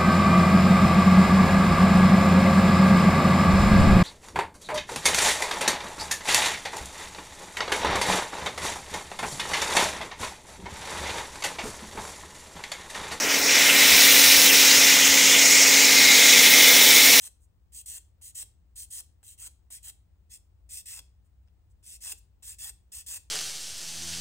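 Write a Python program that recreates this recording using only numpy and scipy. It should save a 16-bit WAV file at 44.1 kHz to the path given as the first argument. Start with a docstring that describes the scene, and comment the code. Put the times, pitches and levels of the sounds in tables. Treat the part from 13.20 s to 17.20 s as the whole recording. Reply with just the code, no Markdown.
"""Foam lance on a car

A foam lance sweeps along the side of a car on a driveway, heard close by and in mono. The nozzle
hisses, and the flow rings one hollow note in the lance. The fan of foam spatters on the panels, sets
them drumming and swishes where it crosses an edge. The pressure washer hums further off, and a few
puffs of air hit the microphone."""
import sys
import numpy as np
from scipy import signal
from scipy.fft import rfft, irfft
from scipy.io import wavfile
from scipy.ndimage import uniform_filter1d, map_coordinates

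SR = 44100
rng = np.random.default_rng(int(sys.argv[2]) if len(sys.argv) > 2 else 0)


def inscribe(sig):
    """Save sig as 16-bit PCM at rate SR to the path in sys.argv[1].

    A 1-D sig is mono; a 2-D sig holds one channel per row.
    Samples are clipped to [-1, 1] before scaling.
    """
    pcm = np.round(np.clip(np.atleast_2d(sig).T, -1, 1) * 32767)
    wavfile.write(sys.argv[1], SR, pcm.astype(np.int16))


N = 176400

# Speed of the pump motor. Each row: time in seconds, shaft rate in Hz.
SHAFT_RATE = [(0, 46.5), (.6, 46.5), (1.5, 45.5), (2.3, 45.5), (3.2, 45.5), (4, 45.5)]
# Harmonics of the pump. Each row: multiple of the shaft rate, level in dB.
SHAFT_ORDERS = [(3, -52.5), (6, -37), (7, -49), (9, -45.5), (11, -44), (12, -46.5), (15, -48.5), (18, -49),
                (19, -44), (21, -49), (22, -49)]
# Puffs of air. Each row: centre in seconds, width in seconds, level in dB.
AIR_PUFFS = [(.07, .015, -50), (.205, .012, -51), (.725, 0.015, -37), (1.085, .015, -49), (1.18, .018, -45),
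             (1.58, .014, -42), (1.9, .035, -48)]

# Envelopes along the sweep. Each row: time in seconds, relative level in dB.
PANEL_LEVEL = [(0.0, -35), (0.05, -32), (0.09, -33), (0.67, -31), (1.88, -34.5), (3.66, -29.5),
               (3.99, -32.5), (4.0, -28)]
FIZZ_LEVEL = [(0, -42), (.18, -31.5), (.26, -34), (.37, -29.5), (.7, -22.5), (.92, -20.5), (1.2, -21),
              (1.45, -24), (1.85, -28), (2.4, -28.5), (2.9, -26), (3.18, -24), (3.27, -21.5), (4, -20.5)]  # highest when the lance is near
NOTE_LEVEL = [(0, -40), (.08, -28), (.24, -32), (.32, -25), (.55, -24.5), (.72, -23.5), (1.3, -26.5),
              (2.08, -24.5), (2.35, -20), (2.65, -21.5), (3.08, -18.3), (3.35, -18.5), (3.65, -21.5),
              (3.8, -18.5), (4, -22)]
SPLASH_LEVEL = [(0, -31), (.16, -26), (.22, -26.5), (.31, -22), (.55, -19.5), (.75, -18.5), (1.25, -18),
                (1.5, -18), (1.85, -20.5), (2.1, -20), (2.4, -18.5), (2.65, -19), (3, -19), (3.35, -18.5),
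                (3.7, -18.5), (4, -17.5)]
SLAP_LEVEL = [(0, -29.5), (.1, -25.5), (.23, -31), (.33, -24.5), (.55, -22.5), (.95, -22), (1.35, -23),
              (1.75, -23.5), (2.05, -27.5), (2.4, -28.5), (2.9, -26.5), (3.3, -28.5), (3.7, -29), (4, -27)]  # strongest on the door and wheel arch
# Spectra of the noises. Each row: frequency in Hz, relative spectral density in dB.
PANEL_SPECTRUM = [(20, -48), (55, -19.5), (100, -18), (160, -10.5), (235, 1), (345, -4), (470, 3.5),
                  (580, 1), (800, -3), (1100, -6), (1600, -0.5), (3000, -22), (16000, -60)]
FIZZ_SPECTRUM = [(1200, -32), (2200, -4), (5000, -38.5), (8500, -0.5), (10500, -1.5), (13000, -1),
                 (14500, 3), (15800, 3.5)]
SPLASH_SPECTRUM = [(700, -28), (1300, -20.5), (1750, -13), (2500, -3.5), (3100, -6), (4000, -4),
                   (4700, -4.5), (5400, 1), (6300, -2), (7300, -4), (8200, -9), (10500, -18.5),
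                   (16000, -42)]
SLAP_SPECTRUM = [(600, -23), (1100, -12), (1500, -7.5), (1950, -1.5), (2450, 1), (2900, -1.5), (3500, -7.5),
                 (5000, -22), (16000, -62)]

# Hollow note of the lance. Each row: time in seconds, pitch in Hz.
LANCE_PITCH = [(0, 2080), (.7, 2054), (1.6, 2080), (2.4, 2150), (3.1, 2160), (3.5, 2115), (4, 2150)]
# The jet crosses an edge or hollow.
# Each row: start in seconds, length in seconds, first and last pitch in Hz, level in dB.
EDGE_CROSSINGS = [(0.287, 0.019, 2480, 2650, -18.5), (0.486, 0.031, 2730, 2580, -16),
                  (0.807, 0.16, 2300, 3500, -27), (1.242, .1, 4500, 2060, -19.5),
                  (1.782, 0.086, 3440, 2760, -22.5), (2.125, .06, 2800, 3400, -22)]
# Two broad resonances of the spray, shifting with the aim of the lance.
# Each row: time in seconds, centre in Hz, level in dB relative to SPLASH_LEVEL.
LOW_RESONANCE = [(0, 3930, -9), (.35, 3670, -8), (.7, 3730, -3), (1.2, 3800, -5.5), (1.55, 3950, -7),
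                 (1.9, 3260, -6.5), (2.15, 3280, -2), (2.3, 4360, -24.5), (2.65, 4000, -6.5),
                 (3, 3760, -0.5), (3.3, 3560, -2), (3.65, 3540, -1), (4, 3930, -4.5)]
HIGH_RESONANCE = [(0, 5800, 4.5), (.6, 5460, -14), (1.2, 5640, -6.5), (1.4, 6100, -6), (1.6, 6140, -5.5),
                  (2, 6450, -1.5), (2.35, 6900, -1), (2.7, 6300, -8.5), (3.05, 6650, -1.5), (3.5, 5940, -8),
                  (4, 5700, -13)]
# Brief notches in the splash.
# Each row: time in seconds, width in seconds, centre in Hz, width in octaves, depth in dB.
SPLASH_NOTCHES = [(.01, 0.023, 3260, 0.3, 8), (.074, .013, 4540, 0.4, 10), (.2, .015, 5500, .6, 3.5),
                  (.25, 0.036, 2980, 0.13, 8), (.52, 0.041, 4930, 0.33, 5), (1.178, 0.0056, 4000, .8, 4),
                  (1.297, 0.012, 4230, .15, 10), (1.317, 0.011, 5700, 0.69, 6),
                  (2.165, .011, 5800, .4, 5.5), (3.3, 0.016, 5800, 0.36, 4.5)]

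MAINS_HZ, MAINS_DB = 200, -50.5
HUM_START_DB, HUM_RISE_S, HUM_WAVER_DB = -6.5, .6, .57
PANEL_GAIN_DB, FIZZ_GAIN_DB, NOTE_GAIN_DB, HISS_GAIN_DB = .5, 5.5, -1, 1.5
DROPS_PER_S, DROP_SPREAD_DB, DROP_POWER_SHARE = 6000, 3.2, .33
NEAR_PATH_M, FAR_PATH_M, MAX_DRIFT_M_PER_S, SOUND_M_PER_S = .7, 7., .0699, 343


def amp(db):
    """Amplitude ratio of a level in decibels."""
    return 10 ** (np.asarray(db) / 20)


def unit(x):
    """Normalisation to rms 1."""
    return x / np.sqrt(np.mean(x ** 2) + 1e-20)


def curve(rows, column=1):
    """Linear interpolation of a time table at every sample."""
    rows = np.array(rows, float)
    return np.interp(np.arange(N) / SR, rows[:, 0], rows[:, column])


def colour(x, spectrum):
    """Spectral shaping, interpolated over log frequency, at rms 1."""
    hz, db = np.transpose(spectrum)
    gain_db = np.interp(np.log(np.fft.rfftfreq(N, 1 / SR) + 1), np.log(hz), db)
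    return unit(irfft(rfft(x) * amp(gain_db), N))


def wander(rate_hz):
    """Random fluctuation: low-passed noise at rms 1."""
    hz = np.fft.rfftfreq(N, 1 / SR)
    return unit(irfft(rfft(rng.standard_normal(N)) * (hz > 1) / (1 + (hz / rate_hz) ** 2), N))


def resonate(x, hz, width_hz):
    """Forced resonance: x excites a band around a steady or moving centre, at rms 1."""
    carrier = np.exp(2j * np.pi * np.cumsum(hz * np.ones(len(x))) / SR)
    pole = np.exp(-np.pi * width_hz / SR)
    baseband = signal.lfilter([(1 - pole) ** 2], [1, -2 * pole, pole * pole], x / carrier)
    return unit((carrier * baseband).real)


def washer():
    """A rotating pump radiates harmonics of its shaft rate; these and a mains hum swell at the start."""
    t = np.arange(N) / SR
    turns = np.cumsum(curve(SHAFT_RATE) * (1 + .0016 * wander(rate_hz=2.3))) / SR
    partials = [(order * turns, db) for order, db in SHAFT_ORDERS] + [(MAINS_HZ * t, MAINS_DB)]
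    hum = np.zeros(N)
    for cycles, db in partials:
        gain = amp(db + HUM_WAVER_DB * wander(rate_hz=3.5))
        hum += gain * np.sin(2 * np.pi * (cycles + rng.random()))
    return np.sqrt(2) * hum * amp(HUM_START_DB * np.maximum(1 - t / HUM_RISE_S, 0))


def puffs():
    """Pressure fluctuations of air striking the microphone make soft, low thumps."""
    t = np.arange(N) / SR
    swells = sum(amp(db) * np.exp(-.5 * ((t - centre) / width) ** 2) for centre, width, db in AIR_PUFFS)
    return resonate(rng.standard_normal(N), hz=66, width_hz=39) * swells


def panels():
    """Forced vibration: the bodywork drums dully under the spray."""
    return colour(rng.standard_normal(N), PANEL_SPECTRUM) * amp(curve(PANEL_LEVEL) + PANEL_GAIN_DB)


def reflect(x, count=12, echo_db=-8.5):
    """Interference with echoes off car, ground and walls forms a comb that drifts as the lance moves."""
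    n, echoes = np.arange(N), np.zeros(N)
    paths = np.geomspace(NEAR_PATH_M, FAR_PATH_M, count)
    for path, (offset, drift, polarity) in zip(paths, rng.uniform(-.995, 1, (count, 3))):
        extra_m = path * (1 + .102 * offset) + MAX_DRIFT_M_PER_S * drift * n / SR
        delay = extra_m / SOUND_M_PER_S * SR
        echoes += np.sign(polarity) * map_coordinates(x, [n - delay], order=3, mode="mirror")
    return (x + amp(echo_db) * echoes / np.sqrt(count)) / np.sqrt(1 + amp(2 * echo_db))


def spray(patchy_db=1.15):
    """Shot noise of droplets plus rushing noise, modulated in brief patches of time and frequency."""
    impacts = (rng.random(N) < DROPS_PER_S / SR) * rng.choice([-1, 1], N)
    drops = unit(impacts * amp(DROP_SPREAD_DB * np.minimum(rng.exponential(1, N), 5)))
    noise = np.sqrt(1 - DROP_POWER_SHARE) * rng.standard_normal(N) + np.sqrt(DROP_POWER_SHARE) * drops
    spectra = signal.stft(noise, nperseg=512, noverlap=384)[2]
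    patches = uniform_filter1d(rng.standard_normal(spectra.shape), size=11, axis=0)
    patches = unit(uniform_filter1d(patches, size=7, axis=1))
    return unit(signal.istft(spectra * amp(patchy_db * patches), nperseg=512, noverlap=384)[1][:N])


def swishes():
    """Gliding resonances sound briefly as the jet runs over wheel arches and seams."""
    t, out = np.arange(N) / SR, np.zeros(N)
    for start, length, first_hz, last_hz, db in EDGE_CROSSINGS:
        progress = np.clip((t - start) / length, 0, 1)
        pitch = first_hz + (last_hz - first_hz) * progress
        out += amp(db) * np.sin(np.pi * progress) * resonate(rng.standard_normal(N), pitch, width_hz=680)
    return out


def lance():
    """Flow noise fizzes at the nozzle, and the flow excites a hollow resonance in the lance."""
    fizz = colour(spray(patchy_db=1.5), FIZZ_SPECTRUM) * amp(curve(FIZZ_LEVEL) + FIZZ_GAIN_DB)
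    note = resonate(rng.standard_normal(N), curve(LANCE_PITCH), width_hz=350)
    return fizz + note * amp(curve(NOTE_LEVEL) + NOTE_GAIN_DB)


def hollow(x):
    """Notch filtering: one band at a time fades briefly, and the sound turns hollow."""
    hz, t, spectra = signal.stft(x, SR, nperseg=512, noverlap=384)
    octave = np.log2(hz[:, None] + 1)
    cut_db = np.zeros(spectra.shape)
    for time, width_s, centre_hz, width_octaves, depth_db in SPLASH_NOTCHES:
        in_time = np.exp(-.5 * ((t - time) / width_s) ** 2)
        in_band = np.exp(-.5 * ((octave - np.log2(centre_hz)) / width_octaves) ** 2)
        cut_db += depth_db * in_time * in_band
    return signal.istft(spectra * amp(-cut_db), nperseg=512, noverlap=384)[1][:N]


def splash():
    """Impact noise of foam on the car: a wide hiss, two shifting resonances and a lower, wetter slap."""
    hiss = amp(HISS_GAIN_DB) * colour(spray(), SPLASH_SPECTRUM)
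    low = amp(curve(LOW_RESONANCE, column=2)) * resonate(spray(), curve(LOW_RESONANCE), width_hz=1200)
    high = amp(curve(HIGH_RESONANCE, column=2)) * resonate(spray(), curve(HIGH_RESONANCE), width_hz=2000)
    slap = colour(spray(), SLAP_SPECTRUM) * amp(curve(SLAP_LEVEL))
    return hollow((hiss + low + high) * amp(curve(SPLASH_LEVEL)) + slap)


def scene():
    """Superposition of the sources, alike in both channels; the jet flutters with the water pressure."""
    jet = reflect(lance() + splash() + swishes())
    flutter_db = .45 * wander(rate_hz=80)
    return np.tile(jet * amp(flutter_db) + panels() + washer() + puffs(), (2, 1))


def record(dry, low_cut_hz=50, ceiling=.9, high_cut_hz=15720):
    """Band limiting, with soft saturation of the highest peaks between the low and high cuts."""
    x = signal.sosfilt(signal.butter(3, low_cut_hz, "high", fs=SR, output="sos"), dry)
    x = x / (1 + (x / ceiling) ** 8) ** (1 / 8)
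    low_pass = signal.firwin(1023, high_cut_hz, window=("kaiser", 9), fs=SR)
    return signal.oaconvolve(x, low_pass[None], "same")


dry = scene()
out = record(dry)
inscribe(out)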